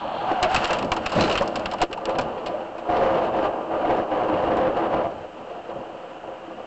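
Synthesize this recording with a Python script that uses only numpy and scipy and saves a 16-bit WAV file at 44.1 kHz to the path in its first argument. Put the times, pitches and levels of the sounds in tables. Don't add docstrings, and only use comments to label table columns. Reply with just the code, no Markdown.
import sys
import numpy as np
from scipy import signal
from scipy.fft import irfft
from scipy.io import wavfile

SR = 44100
rng = np.random.default_rng(int(sys.argv[2]) if len(sys.argv) > 2 else 0)


def field_ratio(decibels):
    return 10 ** (np.asarray(decibels, dtype=float) / 20)


def generate_wav(signal):
    frames = np.transpose(np.atleast_2d(signal))
    scaled = np.clip(frames, -1, 1) * 32767
    pcm = np.round(scaled).astype(np.int16)
    wavfile.write(sys.argv[1], SR, pcm)


N = 293789


# start in seconds, crack in dB, panel thud in dB re crack,
# brightness in dB re crack, own pitch in Hz.
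CHUNKS = [(.4273, -9, -15, -13, 2900), (.5604, -9.5, -13, -15, 2580), (.6433, -15.5, 1, -13, 2830),
          (.7055, -17, 6, -18, 2590), (.7305, -18, -2, -9.5, 2740), (.9642, -19.5, 12, -13.5, 2810),
          (1.1936, -20, -7, -27, 2540), (1.2075, -14, 2, -15, 4100), (1.2383, -14, -5, -25, 4000),
          (1.2967, -16, 7, -17, 1720), (1.3124, -15, -2, -20, 2900), (1.3756, -11.5, -5, -16.5, 3100),
          (1.5562, -19, 3, -11.5, 3010), (1.8157, -9.5, 9.5, -12.5, 2656), (1.9105, -33, 15.5, -18, 1840),
          (2.1853, -17.5, 14.5, -13, 2440), (2.378, -32, 11, -37, 1880), (2.8513, -43, 22.5, -21, 1820),
          (4.5694, -31, 16, -16, 1940)]
SHARDS = [
    (.545, -7.5, 1, -14, 3100),
    (.9173, -6, .5, -26, 2330),
    (1.062, -10.5, -.5, -15, 2640),
    (1.2232, -16, 7.5, -24, 2620),
    (1.3537, -10, -27, -25, 2740),
    (1.476, -26.5, -2, -6, 2900),
    (1.5948, -28.5, 16.5, -11, 2950),
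    (1.6572, -13.5, 2, -19, 2770),
    (1.9284, -17.5, -18, -16, 2850),
    (2.0541, -20, 3, -13, 2900),
]
# start in seconds, crack in dB,
# panel thud in dB re crack, brightness in dB re crack.
CHIPS = [(.181, -32, 6, -27), (.295, -36, 7, -30), (.318, -29.5, -7, -18), (.4974, -30, 10, -16),
         (.5139, -29, 15, -11), (.6743, -33, -1, -5), (.7447, -27, 2, -16), (.786, -23.5, -8, -12.5),
         (.825, -26, 2, -18), (.846, -33, 0, -7), (.934, -32, 0, -6), (1.0938, -28.5, 3, -12),
         (1.1191, -23.5, 15, -8.5), (1.153, -25, 14, -14), (1.253, -21.5, -4, -25), (1.279, -22, -4, -23),
         (1.4077, -24.5, 14, -18), (1.4212, -26.5, 16.5, -9), (1.735, -28, 15.5, -12),
         (1.7842, -30, -1, -21), (1.803, -27, -5, -26), (1.8245, -21.5, -7, -11), (1.9738, -33, 13.5, -17),
         (2.0115, -42, 13, -16), (2.151, -27, 8, -31), (2.9672, -22.5, 5, -34), (4.7686, -32, 12, -19)]
CLODS = [
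    (.444, -21, -2, -26),
    (.577, -30, -4, -22),
    (1.0577, -24.5, -11, -18),
    (1.3237, -22.5, -11, -11.5),
    (1.713, -25.5, 6, -16),
    (2.092, -27, 12, -16),
    (2.2106, -29, 9, -14),
    (2.4606, -24.5, 3.5, -16.5),
    (2.7811, -37.5, 14, -16),
]
CHUNK_T60_S, SHARD_T60_S, CHIP_T60_S, CLOD_T60_S = .072, .044, .072, .125
SCREEN_HZ = 2760


def fragments():
    small = [(*row, SCREEN_HZ) for row in CHIPS + CLODS]
    counts = [len(CHUNKS), len(SHARDS), len(CHIPS), len(CLODS)]
    t60 = np.repeat([CHUNK_T60_S, SHARD_T60_S, CHIP_T60_S, CLOD_T60_S], counts)
    return (*np.transpose(CHUNKS + SHARDS + small), t60)


# frequency in Hz, density in dB per Hz.
CRACK = [(300, -27.5), (1200, 4.5), (2000, -3), (2800, 3.5), (3600, -6.5), (4300, -8.5), (5500, -26)]
# frequency in Hz, density in dB per Hz.
GLASS = [(3000, -28), (4200, -2.5), (5300, 0), (6300, -9), (7500, -3), (9000, -11.5)]
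SCREEN_SPREAD = .25
THUD_DAMPING = 1.6


def debris():
    s, db, thud, bright, hz, t60 = fragments()
    rattle = gravel(4000, 4.64, 0.73)
    rattle[np.round((s + .0008) * SR).astype(int)] = 5.0
    crack = coloured(rattle * blows(s, db - 5, t60, rise=0.0011), CRACK)
    glass = coloured(rattle * blows(s, db + bright - 1, 0.68 * t60, rise=.0004), GLASS)
    thud_burst = rattle * blows(s, db + thud - 2.5, 0.4 * t60, rise=0.00078)
    thuds = cabin(thud_burst, tilt_db=4.5, damping=THUD_DAMPING)
    push = blows(s, db - 9.5, 0.45 * t60, rise=0.00097)
    upper_hz = rng.uniform(3400, 6200, (len(s), 2)).T
    upper = sum(rings(s, db + bright - 8, f, .3 * t60, rise=.0005) for f in upper_hz)
    spread_hz = hz * (upper_hz[0] / upper_hz.mean()) ** SCREEN_SPREAD
    own_hz = np.where(hz == SCREEN_HZ, spread_hz, hz)
    own = rings(s, db - 8, own_hz, 0.59 * t60, rise=.0008)
    return crack + glass + thuds + push + upper + own


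# time in seconds, load on the cabin in dB.
ROLLING = [(0, -30.5), (.4, -31), (1.0, -32), (1.56, -32), (1.8, -33.5), (1.87, -45), (2.03, -38),
           (2.39, -35), (2.84, -39), (5.06, -35), (5.25, -38), (5.49, -37.5), (6.0, -37.5), (6.18, -39.5),
           (6.66, -38.5)]
# peak in seconds, load in dB, rise and fall in seconds per 10 dB,
# chassis share in dB.
JOLTS = [(.05, -34, .05, .1, -7), (.31, -23.5, .07, .08, -14), (.44, -17, .014, .05, -20),
         (.56, -22, .025, .1, -15), (.63, -23, .05, .025, -24), (.7, -20.5, .013, .1, -20),
         (.85, -28, .1, .05, -4), (1.0, -30, .04, .1, -8), (1.185, -18, .03, .1, -3),
         (1.3, -25, .05, .1, -18), (1.45, -25.5, .06, .12, -12), (1.58, -33, .06, .12, -3),
         (1.835, -19, .03, .012, -14), (1.91, -36, .03, .12, -11), (2.09, -25, .04, .09, -20),
         (2.19, -26, .06, .2, -9), (2.49, -28.5, .12, .25, -17), (2.78, -38, .1, .1, -7)]
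# start in seconds, length in seconds, load in dB,
# chassis share in dB.
RUTS = [(2.9, .08, -20.5, -24), (3.01, .25, -19.5, -15.5), (3.35, .11, -20, -17), (3.54, .13, -28.5, -24),
        (3.72, .1, -23, -23), (3.86, .14, -20.5, -22), (4.12, .18, -21.5, -20), (4.34, .15, -20, -16),
        (4.52, .17, -20.5, -15), (4.77, .1, -21.5, -20), (4.93, .09, -21, -13), (5.08, .12, -42, -3),
        (5.69, .16, -37, -10), (6.24, .08, -36, -17)]
RUT_RISE_S, RUT_FALL_S = .03, .07
ROLL_RUMBLE_DB = -14


def wheel_loads():
    t = np.arange(N) / SR
    rolling = field_ratio(np.interp(t, *np.transpose(ROLLING)))
    s, length, db, share_db = np.transpose(RUTS)[:, :, None]
    ruts, ruts_deep = humps(s, s + length, db, RUT_RISE_S, RUT_FALL_S, share_db)
    s, *jolt = np.transpose(JOLTS)[:, :, None]
    jolts, jolts_deep = humps(s, s, *jolt)
    rumble = together(rolling * field_ratio(ROLL_RUMBLE_DB), ruts_deep, jolts_deep)
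    return rolling, ruts, jolts, rumble


# time in seconds, strength in dB.
SHOWER = [
    (0, -44.5),
    (.45, -38.5),
    (.56, -28),
    (.72, -32),
    (.89, -49),
    (1.2, -32.5),
    (1.33, -35),
    (1.46, -43),
    (1.84, -45),
]
# start and end in seconds, level in dB, rise and fall in seconds per 10 dB,
# chassis share in dB.
SHATTER = (1.17, 1.26, -41, .03, .12, 0)
# frequency in Hz, density in dB per Hz.
GRIT = [(800, -33), (1300, -1.5), (1700, -8), (2150, -13.5), (2500, -11), (2800, -6.5), (3150, -11.5),
        (3350, -20), (3800, -26), (4300, -32.5)]
# frequency in Hz, density in dB per Hz.
SPRAY = [(2060, -34), (3500, -5), (4340, -2), (5970, -14), (7500, -13.5), (8010, -16.5), (8400, -29.5),
         (10900, -58.5), (18500, -120)]
# frequency in Hz, density in dB per Hz.
RUMBLE = [(20, -21.5), (60, -17), (100, -10.5), (150, -13.5), (210, -7), (280, -6.5), (400, -50.5)]
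TREAD_DB, ROLL_GRIT_DB, JOLT_GRIT_DB = -49, -9, -18
GRIT_SHARE, GRIT_DB = 1.4, -10.5
ROLL_SPRAY_DB = -20
DUST_SHARE, DUST_DB, DUST_ARRIVES_S = 2.1, 8, .45
SPRAY_SHARE, SPRAY_DB, SPRAY_FADE_DB_PER_S = 1.4, -20.5, 2.3
SHOWER_SPRAY_SHARE, SHOWER_SPRAY_DB = 1.35, -4
SKID_TILT_DB, TILT_FADE_S = 5, .8


def tyres():
    t = np.arange(N) / SR
    rolling, ruts, jolts, rumble = wheel_loads()
    load = together(rolling, ruts, jolts)
    shower = field_ratio(np.interp(t, *np.transpose(SHOWER), right=-99))
    crumbs, _ = humps(*np.array(SHATTER)[:, None, None])

    tread = np.minimum(field_ratio(ROLL_GRIT_DB) * rolling, field_ratio(TREAD_DB))
    jolt_grit = field_ratio(JOLT_GRIT_DB) * jolts
    grit = together(tread, jolt_grit, field_ratio(GRIT_DB) * ruts ** GRIT_SHARE, shower)

    road_spray = field_ratio(ROLL_SPRAY_DB) * together(tread, jolt_grit)
    dust = field_ratio(DUST_DB) * rolling ** DUST_SHARE * (t > DUST_ARRIVES_S)
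    rut_spray = field_ratio(SPRAY_DB - SPRAY_FADE_DB_PER_S * t) * ruts ** SPRAY_SHARE
    shower_spray = field_ratio(SHOWER_SPRAY_DB) * shower ** SHOWER_SPRAY_SHARE
    spray = together(road_spray, dust, crumbs, rut_spray, shower_spray)

    bumps = wobble(17, 0.95)
    tilt_db = SKID_TILT_DB * np.exp(-(t / TILT_FADE_S) ** 2)
    shaken = flexed(cabin(gravel(900, 3.0, 1.0) * bumps, tilt_db), bumps)
    return (load * shaken
            + grit * coloured(gravel(1500, 1.6, 2.2) * bumps, GRIT)
            + spray * coloured(gravel(2500, 2.5, 1.5) * bumps, SPRAY)
            + rumble * coloured(rng.standard_normal(N) * wobble(8, 2.1), RUMBLE))


# start in seconds, level in dB, pitch in Hz, t60 in seconds.
KNOCKS = [(0.048, -16, 552, 0.074), (0.087, -18, 792, 0.05), (0.118, -16.5, 696, 0.05),
          (0.14, -16, 635, 0.05), (0.313, -6.5, 738, 0.04), (0.444, -11, 630, 0.066),
          (0.702, -11, 604, 0.072), (0.839, -18.5, 582, 0.074), (1.165, -6.5, 596, 0.075),
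          (1.204, -15, 649, 0.09), (1.215, -8, 196, 0.046), (1.244, -16, 320, 0.1),
          (1.284, -10, 804, 0.059), (1.319, -16.5, 673, 0.11), (1.41, -4.5, 558, 0.055),
          (1.819, -17, 1016, 0.035), (1.839, -17, 594, 0.052), (2.083, -19, 515, .15),
          (2.099, -19, 754, 0.074), (2.185, -18, 1440, .06), (2.182, -13, 810, 0.033),
          (2.462, -21, 842, 0.045), (2.499, -19.5, 668, 0.065), (2.54, -17.5, 604, 0.087)]
TRIM = [(2.886, -17, 710, 0.27), (3.019, -9.5, 529, 0.13), (3.713, -19.5, 730, 0.062),
        (3.845, -10.5, 716, 0.095), (5.559, -29.5, 700, 0.16), (5.691, -22, 513, 0.064),
        (5.759, -24, 548, 0.13), (6.009, -29, 745, 0.09), (6.237, -33, 688, 0.1), (6.279, -24.5, 540, 0.09),
        (6.479, -30.5, 327, 0.18)]
BOOMS = [
    (0.314, -11.5, 330, 0.049),
    (0.432, -21, 367, 0.14),
    (0.831, -20, 395, 0.085),
    (1.158, -20, 145, 0.12),
    (1.185, -12, 194, 0.085),
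    (1.268, -18.5, 410, 0.1),
    (1.299, -14.5, 398, 0.087),
    (1.407, -23, 210, 0.13),
    (1.823, -16, 348, 0.094),
    (2.187, -35, 315, 0.084),
]
EXTRA_KNOCKS = [
    (0.427, -13, 724, .1),
    (5.045, -17, 680, 0.17),
    (.92, -16.5, 950, 0.066),
]
PINGS = [
    (1.202, -23, 4070, .05),
    (1.216, -20, 4080, .05),
    (1.236, -22, 4060, .06),
    (1.247, -25, 4040, .04),
]
BLOWS = [
    (0.881, -25, 713, .04),
    (0.965, -21, 972, .035),
    (1.065, -21, 627, .04),
    (1.526, -26, 633, .04),
    (1.633, -25, 581, .04),
    (1.659, -21, 641, .04),
    (1.715, -29, 794, .04),
    (2.351, -25, 692, .04),
]


def knocks():
    return rings(*np.transpose(KNOCKS + TRIM + BOOMS + EXTRA_KNOCKS + PINGS + BLOWS), rise=.0021)


# time in seconds, level in dB, pitch in Hz.
SKID = [
    (.04, -58, 700),
    (.21, -31, 788.6),
    (.25, -40, 800),
    (.285, -22.5, 769.5),
    (.36, -28, 775),
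    (.46, -25.5, 645),
    (.505, -26, 764),
    (.57, -31, 791),
    (.66, -38, 750),
]


def skid():
    s, db, hz = np.transpose(SKID)
    t = np.arange(N) / SR
    phase = 2 * np.pi * np.cumsum(np.interp(t, s, hz) * wobble(67, 0.3)) / SR
    level = field_ratio(np.interp(t, s, db, -99, -99) + .4)
    return level * wobble(40, 3.0) * (np.sin(phase) + 0.15 * np.sin(2 * phase))


# start in seconds, level in dB, first and last pitch in Hz, length in seconds.
GLIDES = [(1.892, -31, 288, 620, .058), (.17, -26, 760, 900, .065), (.25, -27, 870, 800, .03),
          (.375, -24, 790, 690, .05), (.3, -33, 1530, 1480, .05), (1.122, -24, 1200, 600, .025),
          (1.205, -16, 650, 210, .025), (1.228, -19, 620, 250, .025), (1.275, -20, 600, 850, .022),
          (1.972, -28, 1050, 600, .03), (2.055, -30, 900, 300, .025)]
# start in seconds, level in dB, pitch in Hz,
# length in seconds.
DRONES = [(2.92, -24, 540, .07), (2.99, -22, 700, .05), (3.04, -22, 520, .05), (3.11, -21, 530, .09),
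          (3.16, -25, 725, .07), (3.38, -27, 322, .07), (3.39, -28, 505, .06), (3.58, -30, 515, .09),
          (3.72, -29, 330, .06), (3.85, -26, 310, .08), (3.9, -23, 530, .08), (3.98, -24, 510, .05),
          (4.08, -26, 795, .06), (4.11, -26, 310, .06), (4.14, -23, 510, .05), (4.19, -24, 540, .09),
          (4.28, -25, 305, .07), (4.34, -23, 520, .09), (4.43, -24, 700, .08), (4.49, -23, 510, .06),
          (4.54, -23, 730, .08), (4.58, -23, 520, .13), (4.5, -28, 320, .09), (4.66, -28, 300, .06),
          (4.75, -25, 500, .05), (4.78, -26, 330, .06), (4.86, -27, 320, .06), (4.95, -27, 330, .07),
          (5.0, -25, 640, .06)]


def swells():
    out = np.zeros(N)
    steady = [(s, db, hz, hz, length) for s, db, hz, length in DRONES]
    for s, db, first_hz, last_hz, length in GLIDES + steady:
        hz = np.linspace(first_hz, last_hz, round(length * SR))
        tone = np.sin(2 * np.pi * np.cumsum(hz) / SR)
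        out[round(s * SR):][:len(hz)] += field_ratio(db) * signal.windows.tukey(len(hz), .6) * tone
    return out * wobble(60, 2.2) * field_ratio(-1.5)


# start in seconds, level in dB, t60 in seconds.
STONES = [
    (5.381, -23, 0.054),
    (5.496, -23.5, 0.17),
    (5.563, -22, 0.093),
    (5.694, -13.5, 0.053),
    (5.819, -34, 0.068),
    (6.011, -29, 0.06),
    (6.282, -23, 0.041),
    (6.592, -18, 0.052),
]


def stones():
    s, db, t60 = np.transpose(STONES)
    burst = rng.standard_normal(N) * blows(s, db, t60, rise=0.003)
    return field_ratio(-7.5) * cabin(burst) + field_ratio(-25) * coloured(burst, CRACK)


# frequency in Hz, density in dB per Hz.
SCRAPE = [(2300, -22), (2900, -4), (3250, 0), (3650, -9), (4400, -8), (4900, -32)]
SCRAPE_DB, SCRAPE_PEAK_S, SCRAPE_RISE_S, SCRAPE_FALL_S = -47.5, .26, 1.1, .2


def scrape():
    hump = [SCRAPE_PEAK_S, SCRAPE_PEAK_S, SCRAPE_DB, SCRAPE_RISE_S, SCRAPE_FALL_S, 0]
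    level, _ = humps(*np.array(hump)[:, None, None])
    return level * wobble(25, 2.2) * coloured(gravel(1500, 2.2, 1.6), SCRAPE)


# frequency in Hz, width in Hz, level in dB.
CABIN = [(118, 18, -22.5), (199.8, 14.6, -14), (243.4, 18.2, -12.5), (315, 27.8, -4), (341.5, 26.2, -2.5),
         (415.4, 25.3, -5), (461.3, 18.5, -3.5), (509.7, 17, 1), (540.9, 25.3, 1), (606.8, 29, -1),
         (645, 20.7, -2), (702.4, 22.6, 0), (757.5, 25, -2.5), (800, 33.4, -2.5), (845, 105, -7),
         (993, 37.6, -6.5), (1095, 18, -9), (1142, 40, -14.5), (1190.3, 22, -8.5), (1288, 39, -17),
         (1396, 16, -17.5), (1468, 28, -24), (1593, 84, -23)]


def cabin(x, tilt_db=0., damping=1.0):
    t = np.arange(4096) / SR
    modes = []
    for k, (hz, width, db) in enumerate(CABIN):
        decay = np.exp(-np.pi * damping * width * t)
        modes.append(field_ratio(db) * width * decay * np.sin(2 * np.pi * hz * t) * (-1) ** k)
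    modes = np.array(modes)
    groups = np.split(modes, [9, 14])
    low, middle, high = (signal.oaconvolve(x, group.sum(0))[:N] for group in groups)
    return (low / field_ratio(tilt_db) + middle + high * field_ratio(tilt_db)) / np.linalg.norm(modes.sum(0))


def flexed(x, bumps):
    flex_samples = 5
    return np.interp(np.arange(N) + flex_samples * evened(np.log(bumps)), np.arange(N), x)


def gravel(per_s, spread_db, smooth):
    sizes = field_ratio(spread_db * np.minimum(rng.exponential(1, N), 5))
    pops = (rng.random(N) < per_s / SR) * sizes
    return evened(evened(pops * rng.standard_normal(N)) + smooth * rng.standard_normal(N))


def blows(times, levels_db, t60s, rise):
    power, t = np.zeros(N + 8000), np.arange(8000) / SR
    for s, db, t60 in zip(times, levels_db, t60s):
        burst = field_ratio(db - 60 * t / max(t60, .005)) * (1 - np.exp(-t / rise))
        power[round(s * SR):][:8000] += burst ** 2
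    return np.sqrt(power[:N])


def rings(times, levels_db, pitches_hz, t60s, rise):
    out, t = np.zeros(N + 8000), np.arange(8000) / SR
    for s, db, hz, t60 in zip(times, levels_db, pitches_hz, t60s):
        envelope = field_ratio(db - 60 * t / max(t60, .005)) * (1 - np.exp(-t / rise))
        out[round(s * SR):][:8000] += envelope * np.sin(2 * np.pi * hz * t)
    return out[:N] * wobble(130, 2.5)


def humps(start, end, db, rise, fall, share_db):
    t = np.arange(0, N, 64) / SR
    outside = np.maximum(np.maximum((start - t) / rise, (t - end) / fall), 0)
    power = field_ratio(2 * (db - 10 * outside))
    both = (power, power * field_ratio(2 * share_db))
    return (np.interp(np.arange(N) / SR, t, np.sqrt(p.sum(0))) for p in both)


def together(*levels):
    return np.sqrt(sum(a ** 2 for a in levels))


def wobble(hz, depth_db):
    slow = signal.lfilter(*signal.butter(2, hz, fs=SR), rng.standard_normal(N))
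    return field_ratio(depth_db * evened(slow))


def coloured(x, points):
    f, db = np.transpose(points)
    hz = np.fft.rfftfreq(1024, 1 / SR)
    response = field_ratio(np.interp(np.log(hz + 1), np.log(f), db, -90, -90))
    taps = np.roll(irfft(response), 512) * np.hanning(1024)
    return signal.oaconvolve(x, taps / np.linalg.norm(taps), "same")


def evened(x):
    return x / np.sqrt(np.mean(x ** 2) + 1e-20)


def scene():
    return (debris() + tyres() + knocks() + skid() + swells() + stones() + scrape())[None]


def low_pass(x):
    return signal.sosfilt(signal.butter(12, 9110, fs=SR, output="sos"), x)


HISS_DB, EDGE_HZ = -61.5, 8050


def record(dry):
    x = dry + field_ratio(HISS_DB) * rng.standard_normal(dry.shape)
    top, bottom = .34, .13
    positive = x / (1 + (abs(x) / top) ** 4) ** (1 / 4)
    negative = x / (1 + (abs(x) / bottom) ** 3.55) ** (1 / 3.04)
    x = np.where(x > 0, positive, negative)
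    x = signal.lfilter(*signal.butter(1, 18, "high", fs=SR), x) - .0007
    band_limit = signal.firwin(141, EDGE_HZ, window=("kaiser", 8), fs=SR)
    x = signal.oaconvolve(x, band_limit[None], "same")
    return low_pass(x)


dry = scene()
out = record(dry)
generate_wav(out)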